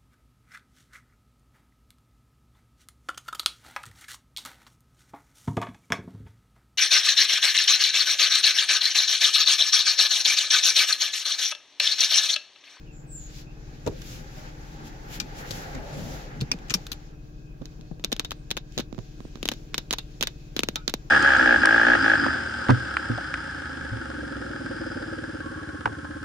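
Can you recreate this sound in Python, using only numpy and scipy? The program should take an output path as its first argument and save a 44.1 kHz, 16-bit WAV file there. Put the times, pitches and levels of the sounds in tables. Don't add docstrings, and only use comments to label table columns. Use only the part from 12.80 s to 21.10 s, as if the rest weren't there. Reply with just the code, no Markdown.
import sys
import numpy as np
from scipy import signal
from scipy.fft import rfft, irfft, next_fast_len
from scipy.io import wavfile

SR = 44100
rng = np.random.default_rng(int(sys.argv[2]) if len(sys.argv) > 2 else 0)


def file_out(sig):
    cols = np.atleast_2d(sig).T
    lim = np.clip(cols, -1, 1)
    pcm = np.round(lim * 32767).astype(np.int16)
    wavfile.write(sys.argv[1], SR, pcm)


def field_ratio(decibels):
    return 10 ** (np.asarray(decibels, dtype=float) / 20)


N = 366030


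def rms_one(x):
    return x / np.sqrt(np.mean(x ** 2) + 1e-20)


def at_hz(points, hz):
    table_hz, value = np.transpose(points)
    return np.interp(np.log(hz), np.log(table_hz), value)


def sides(db):
    return field_ratio([[db / 2], [-db / 2]])


def drift(rate_hz):
    r = np.exp(-80 * np.pi * rate_hz / SR)
    slow = signal.lfilter([1], [1, -2 * r, r * r], rng.standard_normal(N // 40 + 2002))[2000:]
    return np.interp(np.arange(N) / 40, np.arange(len(slow)), rms_one(slow))


def ring(x, hz, t60):
    r, w = field_ratio(-60 / (t60 * SR)), 2 * np.pi * hz / SR
    return signal.lfilter([0, np.sin(w)], [1, -2 * r * np.cos(w), r * r], x)


def band(x, low_hz, high_hz):
    return signal.sosfilt(signal.butter(2, [low_hz, high_hz], "band", fs=SR, output="sos"), x)


def steep_band(x, low_hz, high_hz):
    return band(band(x, low_hz, high_hz), low_hz, high_hz)


def add(out, s, sound):
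    i = int(s * SR)
    out[:, i:i + sound.shape[1]] += sound[:, :N - i]


def swell(s, half_s, stop=1.0):
    t = np.arange(N) / SR - s
    return np.exp(-(t / (half_s * np.where(t > 0, stop, 1))) ** 2)


# frequency in Hz, left-right likeness from -1 to 1.
PORT_LIKENESS = [(60, 0.94), (130, 1), (290, 0.76), (640, 0.042), (1410, -0.64), (3100, 0.32), (6820, -0.2),
                 (15000, 0.14)]
# frequency in Hz, left-right difference in dB.
CABIN_LEANING = [(60, 4), (110, -0.5), (200, 2), (380, 3), (700, -3.5), (1290, 1), (2380, 0), (4400, 0.5),
                 (8120, 5.5), (15000, -2)]


def coloured(spectrum, patchy_db, alike_share, tilt_db=0):
    size = next_fast_len(N)
    lowest, highest = spectrum[0][0], spectrum[-1][0]
    bins = np.maximum(np.arange(size // 2 + 1) * SR / size, 1)
    shape = field_ratio(at_hz(spectrum, bins)) * (bins > lowest) * (bins < highest)
    white = rms_one(irfft(rfft(rng.standard_normal((2, 2, size))) * shape, size)[..., :N])
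    edges = np.geomspace(lowest, highest, int(1.5 * np.log2(highest / lowest)) + 2)
    together, out = drift(4.2), 0
    for k, (low, high) in enumerate(zip(edges, edges[1:])):
        mid, side = band(white[k % 2], low, high)
        hz = np.sqrt(low * high)
        alike = np.clip(alike_share * at_hz(PORT_LIKENESS, hz), -1, 1)
        gain = field_ratio(patchy_db * (together + drift(9.0)) + tilt_db * (hz > 8000))
        pair = np.sqrt(1 + alike) * mid + np.sqrt(1 - alike) * side * [[1], [-1]]
        out = out + gain * sides(at_hz(CABIN_LEANING, hz)) * pair
    return out / np.sqrt(2)


# frequency in Hz, density in dB per Hz.
CABIN_AIR = [(8.2, -58), (14, -3.5), (43, 3), (90, -5), (144, -4), (205, -20.5), (310, -6), (528, -17),
             (775, -22.5), (925, -25), (1620, -27), (2110, -62.5), (6300, -39.5), (8460, -53.5),
             (16400, -44.5)]
# frequency in Hz, width in Hz, level in dB.
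VENT_DUCTS = [(1620, 64, -71), (2540, 65, -70)]


def cabin():
    air = rng.standard_normal((2, N))
    tones = 0
    for hz, width, db in VENT_DUCTS:
        tones = tones + field_ratio(db + 2 * drift(5.3)) * rms_one(ring(air, hz, 2.2 / width))
    return field_ratio(-49) * coloured(CABIN_AIR, patchy_db=1.0, alike_share=1.0) + tones


# multiple of the turn rate, level in dB.
ENGINE_ORDERS = [(2, 2), (3, -6), (4, -9.5), (5, -16.5), (6, -9), (7, -3), (8, -4), (9, -8.5), (11, -14),
                 (12, -18), (13, -17), (15, -24), (16, -7.5), (17, -46), (18, -16.5), (24, -18),
                 (32, -21.5), (40, -23)]


def engine():
    idle_hz, wobble_db, wobble_rad = 18.86, 0.5, 0.11
    angle = 2 * np.pi * idle_hz * np.arange(N) / SR
    out = np.zeros((2, N))
    for order, level_db in ENGINE_ORDERS:
        phase = order * angle + rng.uniform(0, 2 * np.pi) + wobble_rad * np.sqrt(order) * drift(0.88)
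        lag = np.arccos(np.clip(at_hz(PORT_LIKENESS, 19 * order), -1, 1)) / 2
        out += field_ratio(level_db + wobble_db * drift(2.7)) * np.sin(phase + lag * np.array([[-1], [1]]))
    return field_ratio(-48) * np.sqrt(2) * sides(2.1) * out


# frequency in Hz, level in dB.
PUMP_TONES = [(25.0, -48), (50, -56.5)]


def pump():
    t, waver = np.arange(N) / SR, drift(0.49) / 2
    out = 0
    for hz, db in PUMP_TONES:
        out = out + field_ratio(db + waver) * np.sqrt(2) * np.sin(2 * np.pi * hz * t + waver / 2)
    return out * sides(2.5)


# time in seconds, tyre roar in dB.
PASSING_ROAR = [
    (0.2, -62),
    (0.6, -57.5),
    (1.27, -51.5),
    (2.2, -47),
    (2.8, -40.5),
    (3.15, -40.5),
    (3.42, -44.5),
    (3.62, -46),
    (4.4, -61.5),
]
# time in seconds, half length in seconds, extra boom in dB.
ROAD_BUMPS = [
    (1.18, 0.17, 10),
    (3.63, 0.19, 2),
    (3.356, 0.14, 7.5),
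    (2.18, 0.31, -1.5),
]
# frequency in Hz, density in dB per Hz.
BODY_BOOM = [(18, -37), (30, 2), (92, -3.5), (146, 4.5), (189, -3.5), (243, -1), (400, -14), (520, -55),
             (880, -120)]
# frequency in Hz, density in dB per Hz.
TYRE_ROAR = [(200, -51), (300, -8), (520, -2.5), (660, -9.5), (830, -0.5), (980, -12.5), (1250, -10),
             (1620, -6.5), (1800, -9.5), (3000, -23), (5000, -45)]


def passing():
    s, roar_at = np.transpose(PASSING_ROAR + [(4.35, -76)])
    roar_db = np.interp(np.arange(N) / SR, s, roar_at)
    roar = field_ratio(roar_db - 0.5) * coloured(TYRE_ROAR, patchy_db=1.5, alike_share=1.0)

    bump_db = sum(db * swell(s, half_s) for s, half_s, db in ROAD_BUMPS)
    boom_db = -51 + 0.86 * (roar_db + 51.0) + bump_db
    boom = field_ratio(boom_db) * coloured(BODY_BOOM, patchy_db=3.0, alike_share=0.96)

    wash = rms_one(band(rng.standard_normal((2, N)) + rng.standard_normal(N), 430, 730))
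    wash = field_ratio(-43.5) * swell(3.15, 0.31) * wash
    tread = rms_one(steep_band(rng.standard_normal((2, N)), 750, 910))
    tread = field_ratio(-54 + 2 * drift(6.3)) * swell(2.4, 0.6, stop=0.42) * tread
    drone = rms_one(ring(rng.standard_normal(N), 142, 0.095))
    drone = field_ratio(-42) * swell(3.3, 0.2, stop=0.78) * drone
    return roar + boom + wash + tread + drone


# time in seconds, half length in seconds, rub level in dB.
CLOTH_MOVES = [(0.454, 0.067, -63.5), (0.575, 0.068, -51), (1.065, 0.25, -62), (1.324, 0.12, -48.5),
               (1.61, 0.11, -56.5), (1.904, 0.37, -65.5), (2.073, 0.028, -53), (2.873, 1, -57),
               (2.343, 0.044, -47), (2.594, 0.04, -49.5), (2.77, 0.11, -48), (2.946, 0.072, -66),
               (3.296, 0.13, -47), (3.55, 0.17, -85), (4.04, 0.31, -62.5), (4.915, 0.083, -71),
               (5.5, 0.38, -77.5), (5.973, 0.049, -58), (6.423, 0.24, -64.5), (6.74, 0.16, -63),
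               (7.154, 0.28, -68), (7.52, 0.43, -69), (8.073, 0.47, -70.5)]
# frequency in Hz, density in dB per Hz.
RUB_COLOUR = [(1000, -3), (1800, 3.5), (3300, 4.5), (5000, 4), (7200, 1.5), (7900, -12), (9000, -16),
              (11000, -8.5), (15500, -10.5), (16400, -13.5)]


def cloth():
    moves = sum(field_ratio(db) * swell(s, half_s, stop=0.74) for s, half_s, db in CLOTH_MOVES)
    rub = field_ratio(-68) + moves
    bright_db = -3 + 0.44 * (20 * np.log10(rub) + 60)
    return field_ratio(1.0) * rub * coloured(RUB_COLOUR, patchy_db=1.2, alike_share=0.49, tilt_db=bright_db)


# start in seconds, length in seconds, from Hz, to Hz, level in dB.
TRIM_SQUEAKS = [
    (0.1, 0.21, 7100, 7100, -59.5),
    (0.26, .32, 8340, 6840, -45),
    (0.049, 0.16, 3100, 2500, -61),
    (0.43, .16, 6100, 7600, -63),
    (0.643, 0.13, 2400, 2700, -59),
]
# start in seconds, length in seconds, from Hz, to Hz, level in dB.
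THIN_WHISTLES = [
    (5.018, 0.13, 4440, 4380, -65),
    (5.52, 0.19, 8550, 8450, -74),
    (6.336, 0.3, 8400, 8130, -74),
]


def squeaks(rows, blur_share):
    out = np.zeros((2, N))
    for s, length, from_hz, to_hz, db in rows:
        part = np.arange(int(length * SR)) / (length * SR)
        angle = 2 * np.pi * np.cumsum(to_hz + (from_hz - to_hz) * (1 - part) ** 3.0) / SR
        blur = rms_one(steep_band(rng.standard_normal((4, len(part))), 5.5, max(blur_share * to_hz, 20)))
        tone = blur[:2] * np.sin(angle) + blur[2:] * np.cos(angle)
        octave = blur[::2] * blur[1::2] * np.sin(2 * angle) + blur[:2] * blur[:1:-1] * np.cos(2 * angle)
        add(out, s, field_ratio(db) * np.sin(np.pi * part ** 0.63) ** 2.9 * (tone + 0.07 * octave))
    return out


# frequency in Hz, width in Hz, level in dB.
SEAM_HOLLOWS = [(7460, 49, 8.5), (6770, 77, -1), (6780, 80, 10)]


def seam(x):
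    out = field_ratio(1.0) * x
    for k, (hz, width, db) in enumerate(SEAM_HOLLOWS):
        out = out + (-1) ** k * field_ratio(db) * 4.1 * width / SR * ring(x, hz, 3.8 / width)
    return out


def push(hz, t60, turns, stiff_s, lag_s):
    lag = lag_s + 0.00025 * rng.uniform(-1.96, 1)
    t = np.maximum(np.arange(SR // 5) / SR - [[max(-lag, 0)], [max(lag, 0)]], 0)
    return -field_ratio(-60 * t / t60) * np.sin(2 * np.pi * (hz * t + turns * (1 - np.exp(-t / stiff_s))))


# time in seconds, peak in dB, frequency in Hz, shudder in dB, left-right difference in dB.
SEAT_KNOCKS = [(1.064, -23, 72.7, -7, -2), (1.077, -26, 109, 4, -4), (1.095, -27.5, 77.6, -7, 0),
               (1.116, -34, 80.7, 0, 7), (2.705, -29, 121, -4, 3), (3.194, -28, 154, -17, 3),
               (3.6195, -17, 135.6, -11.5, 1), (3.744, -25.5, 169, -15, 0), (3.722, -30.5, 259, -8, 3),
               (3.907, -30, 117, 3, 3), (3.949, -22, 182, -11, 0), (4.121, -33.5, 107, -19.5, -1),
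               (4.814, -35, 143, -2.5, -19), (4.994, -40.5, 153, -21, 20), (5.113, -30.5, 163, -17, 16),
               (5.973, -34, 125, -11, 23), (6.184, -30.5, 115, -3.5, -19)]


def knocks():
    out, t = np.zeros((2, N)), np.arange(SR // 5) / SR
    for s, peak_db, hz, shudder_db, pan_db in SEAT_KNOCKS:
        noise = rng.standard_normal(len(t)) + 0.5 * rng.standard_normal((2, len(t)))
        fade = field_ratio(shudder_db - 60 * t / 0.053) * np.minimum(t / 0.0053, 1)
        shudder = rms_one(band(noise, 180, 465)) * fade
        thump = push(hz, t60=0.094, turns=0.28, stiff_s=0.0013, lag_s=0.00035)
        add(out, s, field_ratio(peak_db) * sides(pan_db) * (thump + shudder))
    return out


# time in seconds,
# frequency in Hz, peak in dB, t60 in seconds.
RINGING_PARTS = [(1.063, 455, -22.5, 0.1), (1.075, 464, -15, 0.041), (1.076, 795, -22.5, 0.041),
                 (1.089, 322, -34, 0.05), (1.112, 513, -36, 0.21), (1.068, 594, -25.5, 0.052),
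                 (1.3, 507, -44, 0.44), (1.57, 610, -40, 0.18), (1.07, 230, -30, 0.08),
                 (1.07, 900, -24, .04), (2.71, 473, -25, 0.035), (2.95, 250, -30.5, 0.27),
                 (3.17, 242, -27.5, .2), (3.7153, 1200, -24, 0.016), (3.94, 1160, -23.5, 0.027),
                 (1.065, 403, -26.5, 0.16), (3.7151, 2470, -15, 0.043), (3.7159, 5590, -9.5, 0.022),
                 (3.7155, 4800, -23, 0.05), (3.941, 5480, -8.5, 0.032), (5.114, 515, -33.5, 0.033),
                 (5.449, 3750, -31, 0.066), (5.98, 288, -23.5, 0.083), (5.99, 240, -26, 0.05),
                 (5.3273, 3770, -15, 0.019), (5.713, 3720, -16, .016), (8.079, 4050, -19, 0.017),
                 (7.958, 1180, -42, .1), (6.98, 3780, -32, 0.065), (7.185, 3700, -22, 0.054),
                 (7.185, 2745, -37, 0.1), (7.185, 4786, -47, .12), (7.958, 3720, -26, 0.091),
                 (7.958, 4240, -32, .07), (7.958, 894, -37, 0.14), (7.958, 1295, -36, 0.2),
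                 (7.958, 1446, -34, 0.19), (7.958, 1580, -43, .15), (7.958, 2400, -37, 0.21)]


def rings():
    out, t = np.zeros((2, N)), np.arange(SR // 4) / SR
    for s, hz, peak_db, t60 in RINGING_PARTS:
        fall = field_ratio(-60 * t / t60)
        rattle = ring(rng.standard_normal((2, len(t))) * fall, hz, t60 / 2.8)
        pure = fall * np.minimum(t / 0.002, 1) * np.sin(2 * np.pi * (hz * t + rng.random((2, 1))))
        steady = min(t60 / 0.2, 0.45) * (hz > 850)
        add(out, s, field_ratio(peak_db) * ((1 - steady) * rattle / np.abs(rattle).max() + steady * pure))
    return out


def shaped(x, *tables, lean):
    size = 2 * x.shape[-1]
    hz = np.maximum(np.arange(size // 2 + 1) * SR / size, 1)
    db = sum(at_hz(table, hz) for table in tables) + at_hz(lean, hz) * np.array([[0.5], [-0.5]])
    log_gain = np.log(rms_one(field_ratio(db)))
    fold = irfft(log_gain, size) * np.r_[1, 2 * np.ones(size // 2 - 1), 1, np.zeros(size // 2 - 1)]
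    return irfft(rfft(x, size) * np.exp(rfft(fold)), size)[:, :x.shape[-1]]


# frequency in Hz, density in dB per Hz.
SCATTER_COLOUR = [(400, -7.5), (750, -8), (1100, -13), (2000, -9.5), (3000, -9.5), (3700, -1.5),
                  (4300, -5.5), (6700, -9.5), (7900, -24.5), (10000, -29), (14000, -18.5), (16500, -47)]
# frequency in Hz, left-right difference in dB.
SCATTER_SIDE = [(700, 4), (1500, 6), (2600, -2), (3700, -6.5), (5000, 1), (13000, -11)]
# frequency in Hz, level in dB, t60 in seconds.
CABIN_HOLLOWS = [(1690, -9.5, 0.02), (2670, -10.5, 0.025), (3050, -1.5, 0.025), (3730, -1, 0.03),
                 (4080, -0.5, 0.025), (5400, -7, 0.015), (6700, -8.5, 0.012)]


def scatter(db):
    t = np.arange(SR // 9) / SR
    noise = rng.standard_normal((2, len(t))) * np.minimum(t / 0.00055, 1)
    dull = signal.sosfilt(signal.butter(2, 5100, fs=SR, output="sos"), noise)
    drive = noise * field_ratio(-60 * t / 0.033) + dull * field_ratio(-14.5 - 60 * t / 0.13)
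    hollows = 0
    for hz, level_db, t60 in CABIN_HOLLOWS:
        chance_db = 2 * rng.standard_normal()
        hollows = hollows + field_ratio(level_db - 1.5 + chance_db) * ring(drive, hz, t60) / np.sqrt(t60 * SR)
    return field_ratio(db) * (shaped(drive, SCATTER_COLOUR, lean=SCATTER_SIDE) + sides(-2.0) * hollows)


# time in seconds, level in dB.
HIT_SCATTER = [(5.2461, -34), (5.3273, -32), (5.396, -29), (5.4477, -32), (5.5176, -32.5), (5.7126, -30),
               (5.774, -30), (5.9778, -25.5), (5.9985, -26), (6.6292, -34), (6.6552, -29.5), (6.6883, -29),
               (6.7158, -26.5), (6.9437, -28), (6.98, -23.5), (7.109, -24.5), (7.1344, -26), (7.1845, -28),
               (7.41, -26), (7.4266, -23), (7.4349, -26.5), (7.472, -27), (7.7652, -26.5), (7.7924, -29.5),
               (7.8342, -29), (7.8872, -35), (7.9578, -24), (8.079, -29), (8.0971, -32), (8.1394, -32)]


def hit_scatter():
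    out = np.zeros((2, N))
    for s, db in HIT_SCATTER:
        add(out, s, scatter(db))
    return out


def contact(modes, edge_db, tail_db, crack_s, tail_t60, spike):
    t = np.arange(SR // 9) / SR
    crack = rng.standard_normal(len(t)) * np.exp(-t / crack_s)
    crack[0] = spike
    grit = field_ratio(2 + 3.5 * rng.standard_normal(len(t) // 32 + 1)).repeat(32)[:len(t)]
    tail = rng.standard_normal((2, len(t))) * grit * field_ratio(tail_db) * np.minimum(t / 0.000087, 1)
    dull = band(tail * (field_ratio(-60 * t / tail_t60) + field_ratio(-0.5 - 25 * t / tail_t60)), 520, 10200)
    bright = 8.2 * tail * field_ratio(-60 * t / (0.56 * tail_t60))
    drive = np.stack([np.roll(crack, rng.integers(0, 9)), crack]) + dull + bright

    body = 0
    for k, (hz, db, t60) in enumerate(modes):
        chance_db = 2.5 * rng.standard_normal((2, 1))
        body = body + (-1) ** k * field_ratio(db + chance_db) * ring(drive, hz, t60)
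    body = signal.sosfilt(signal.butter(4, 7800, fs=SR, output="sos"), body)

    fizz = rng.standard_normal((2, len(t))) * np.exp(-t / 0.0009) + 3.2 * tail * field_ratio(-60 * t / 0.051)
    edge = steep_band(fizz, 8900, 15000)
    return body / np.abs(body).max(axis=1).mean() + field_ratio(edge_db + 8.5) * edge / np.abs(edge).max()


# time in seconds, crack in dB, ring in Hz, edge above 9 kHz in dB, scrape tail in dB.
LATCH_HITS = [(1.0643, -30.5, 2310, -27, -15), (1.075, -29, 2940, -20.5, -17), (1.1628, -55, 2480, -26, -8),
              (1.218, -33, 3720, -21, -21), (2.4, -18.5, 4540, -26, 0), (2.708, -24, 4280, -21, 20),
              (2.9481, -34, 2090, -32, 1.5), (3.611, -20.5, 4400, -29, -13),
              (3.7158, -16.5, 4620, -28, -19.5), (3.7883, -38.5, 3240, -27, -21),
              (3.884, -43, 2890, -28, -11), (3.8973, -25.5, 3270, -37, 2), (3.9048, -17, 2770, -26, 15),
              (3.94, -14.5, 5030, -18, -9), (4.0674, -26.5, 4110, -20, -26),
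              (4.117, -22.5, 4210, -13.5, -6)]
# frequency in Hz, level in dB, t60 in seconds.
STRUCK_MODES = [(1460, 4, 0.0047), (2370, -10, 0.04), (3750, -4, 0.0064), (4140, -14, 0.033),
                (4650, -14, 0.0085), (5100, -38, 0.0039), (5950, 15.5, 0.00095), (7900, -9, 0.0067)]


def latch():
    out = np.zeros((2, N))
    for s, crack_db, hz, edge_db, tail_db in LATCH_HITS:
        modes = [(f, db - 4.0 * abs(np.log2(f / hz)), t60) for f, db, t60 in STRUCK_MODES]
        modes.append((hz, 8.0, 0.002))
        hit = contact(modes, edge_db, tail_db, crack_s=0.0028, tail_t60=0.059, spike=12.3)
        add(out, s, field_ratio(crack_db + 5.0) * sides(4) * hit)
    return signal.sosfilt(signal.butter(3, 1250, "high", fs=SR, output="sos"), out)


# time in seconds, crack in dB, push in dB, left-right difference in dB, ring in Hz.
TRIM_TAPS = [(3.6055, -31, -42, 5, 3500), (3.737, -30.5, -35, 3, 1000), (4.8178, -48, -42, -19, 1200),
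             (4.8211, -51, -30.5, -23, 1010), (4.856, -30, -38, -7, 5600), (5.011, -39.5, -53, 3, 4460),
             (5.1964, -39, -34, 2, 2000), (5.923, -45.5, -51, -15, 6070), (6.1272, -45.5, -27, -34.5, 960),
             (6.1467, -44, -33, -19, 1170), (6.1801, -46, -32, -27, 950), (6.1891, -39.5, -47, -27, 950),
             (6.4047, -47.5, -32, -31, 1020), (6.452, -68, -28.5, -25, 930),
             (6.5561, -36, -28.5, -20, 1230), (6.573, -48, -35, -12, 900), (6.9348, -44, -37, -14, 2130)]
# time in seconds, crack in dB, push in dB, left-right difference in dB, ring in Hz.
LEVER_DETENTS = [(3.9398, -10.5, -34.5, 7, 5400), (5.2404, -20, -29, 2, 3430),
                 (5.2461, -10, -22, 4.5, 4080), (5.3188, -21, -27, -9, 3630), (5.3235, -21, -22, 14, 1700),
                 (5.3273, -11, -18.5, 8.5, 3780), (5.365, -26, -37, 6, 3480), (5.396, -9.5, -21, 0.5, 3600),
                 (5.4025, -28, -32, 12, 1190), (5.4477, -22, -35, 6, 3640), (5.5085, -19, -36, 1, 3550),
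                 (5.5176, -23.5, -29, 19, 1290), (5.706, -18.5, -37, 1, 3840),
                 (5.7126, -12, -24, 6.5, 3600), (5.7686, -18, -26.5, 7, 3200),
                 (5.774, -22.5, -26.5, 17, 1520), (5.986, -17, -22, -5, 3640),
                 (5.9938, -31, -19.5, 22, 3000), (5.9985, -28, -44, -4, 3600), (6.0062, -25, -28, 1, 1320)]
# time in seconds, crack in dB, push in dB, left-right difference in dB, ring in Hz.
BLUNT_TEETH = [
    (5.9778, -13.5, -19, -1, 3900),
    (6.9437, -12.5, -25.5, -1, 2300),
    (8.079, -10, -18, -8, 4150),
]
# time in seconds, crack in dB, push in dB, left-right difference in dB, ring in Hz.
RATCHET_TEETH = [(6.6292, -19, -19, 7, 2950), (6.6552, -14.5, -19.5, 4, 3440), (6.6785, -24, -36, -6, 3780),
                 (6.6883, -8, -23.5, 7, 3000), (6.6925, -27, -35, -2, 4460), (6.7158, -25, -27, 5, 3900),
                 (6.7195, -27, -23.5, 9, 1620), (6.7372, -29, -34, 5, 3600), (6.98, -11.5, -28, 9.5, 3780),
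                 (7.109, -9.5, -20.5, -1, 3270), (7.1276, -11, -24, 2, 4250),
                 (7.1344, -12.5, -35, -5, 3770), (7.1365, -16, -33, 13, 970), (7.1845, -20, -36, 4, 3780),
                 (7.41, -14.5, -22.5, -6, 3300), (7.4266, -6.5, -26, -3, 3200),
                 (7.4349, -18, -25, 16, 2640), (7.472, -12.5, -34, 3, 3620), (7.7652, -16, -17, 6.5, 3400),
                 (7.7823, -30, -46, 1, 2000), (7.7924, -8.5, -15, 4, 3100), (7.8052, -25, -40, 11, 2500),
                 (7.8342, -9.5, -15.5, 5, 2290), (7.8872, -11.5, -15.5, 2.5, 2870),
                 (7.9578, -14, -27, 0.5, 3780), (8.0935, -27, -35, 1, 1300), (8.0971, -19.5, -32, -2, 3760),
                 (8.1394, -10, -15.5, 0, 3830)]
# frequency in Hz, density in dB per Hz.
CRACK_COLOUR = [(400, -15), (750, -6.5), (1100, -5), (2000, -8.5), (3700, -3.5), (5000, -9), (6700, -5.5),
                (7900, -17), (10000, -13.5), (15000, -11), (17500, -38)]
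# frequency in Hz, left-right difference in dB.
CRACK_SIDE = [(700, -0.5), (1500, -1.5), (2600, 4.5), (3700, -2.5), (5000, -3), (13000, -0.5)]


def ratchet(rows, edge_db, scatter_db, turns):
    out, t = np.zeros((2, N)), np.arange(512) / SR
    rise_s, fall_s = 0.0003, 0.00093
    edge = [(7000, 0), (9000, edge_db)]
    for s, crack_db, push_db, pan_db, hz in rows:
        burst = rng.standard_normal(len(t)) + 0.59 * rng.standard_normal((2, len(t)))
        burst = burst * t / (t + rise_s) * np.exp(-t / fall_s)
        burst[0] = np.roll(burst[0], rng.integers(0, 9))
        bins = rfft(burst)
        burst = irfft(bins / np.abs(bins)) * np.exp(-t / (4 * fall_s))
        burst = burst / np.sqrt((burst ** 2).sum(axis=1, keepdims=True))

        slopes = [(hz / 8, -3 * 5.5), (hz, 0), (hz * 8, -3 * 5.5)]
        own_ring = [(hz * 0.78, 0), (hz, 3), (hz * 1.22, 0)]
        snap = shaped(burst, CRACK_COLOUR, slopes, own_ring, edge, lean=CRACK_SIDE)
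        add(out, s - 0.0004, field_ratio(crack_db + 11.0) * sides(pan_db) * snap)
        add(out, s, scatter(crack_db + scatter_db))
        swing = push(hz=205, t60=0.034, turns=turns, stiff_s=0.0015, lag_s=-0.00015)
        add(out, s, -field_ratio(push_db - 2.5) * sides(pan_db * 0.5) * swing)
    return out


def scene():
    soft = cabin() + engine() + pump() + passing() + cloth()
    soft += seam(squeaks(TRIM_SQUEAKS, blur_share=0.045)) + squeaks(THIN_WHISTLES, blur_share=0.003)
    soft += knocks() + rings() + hit_scatter()
    clicks = latch()
    clicks += ratchet(TRIM_TAPS, edge_db=-10, scatter_db=-15.5, turns=0.47)
    clicks += ratchet(LEVER_DETENTS, edge_db=-0.5, scatter_db=-18.5, turns=0.89)
    clicks += ratchet(BLUNT_TEETH, edge_db=-8.5, scatter_db=-20, turns=0.92)
    clicks += ratchet(RATCHET_TEETH, edge_db=0.62, scatter_db=-23.5, turns=0.86)
    return signal.sosfilt(signal.ellip(10, 0.5, 60, 15850, fs=SR, output="sos"), soft) + clicks


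def band_limit(x):
    return signal.sosfilt(signal.butter(12, 17030, fs=SR, output="sos"), x)


def record(dry):
    deep_cut = signal.butter(3, 19, "high", fs=SR, output="sos")
    top_cut = signal.ellip(10, 0.5, 70, 16800, fs=SR, output="sos")
    mix = signal.sosfilt(np.vstack([deep_cut, top_cut]), dry)
    return band_limit(mix)


dry = scene()
out = record(dry)
file_out(out)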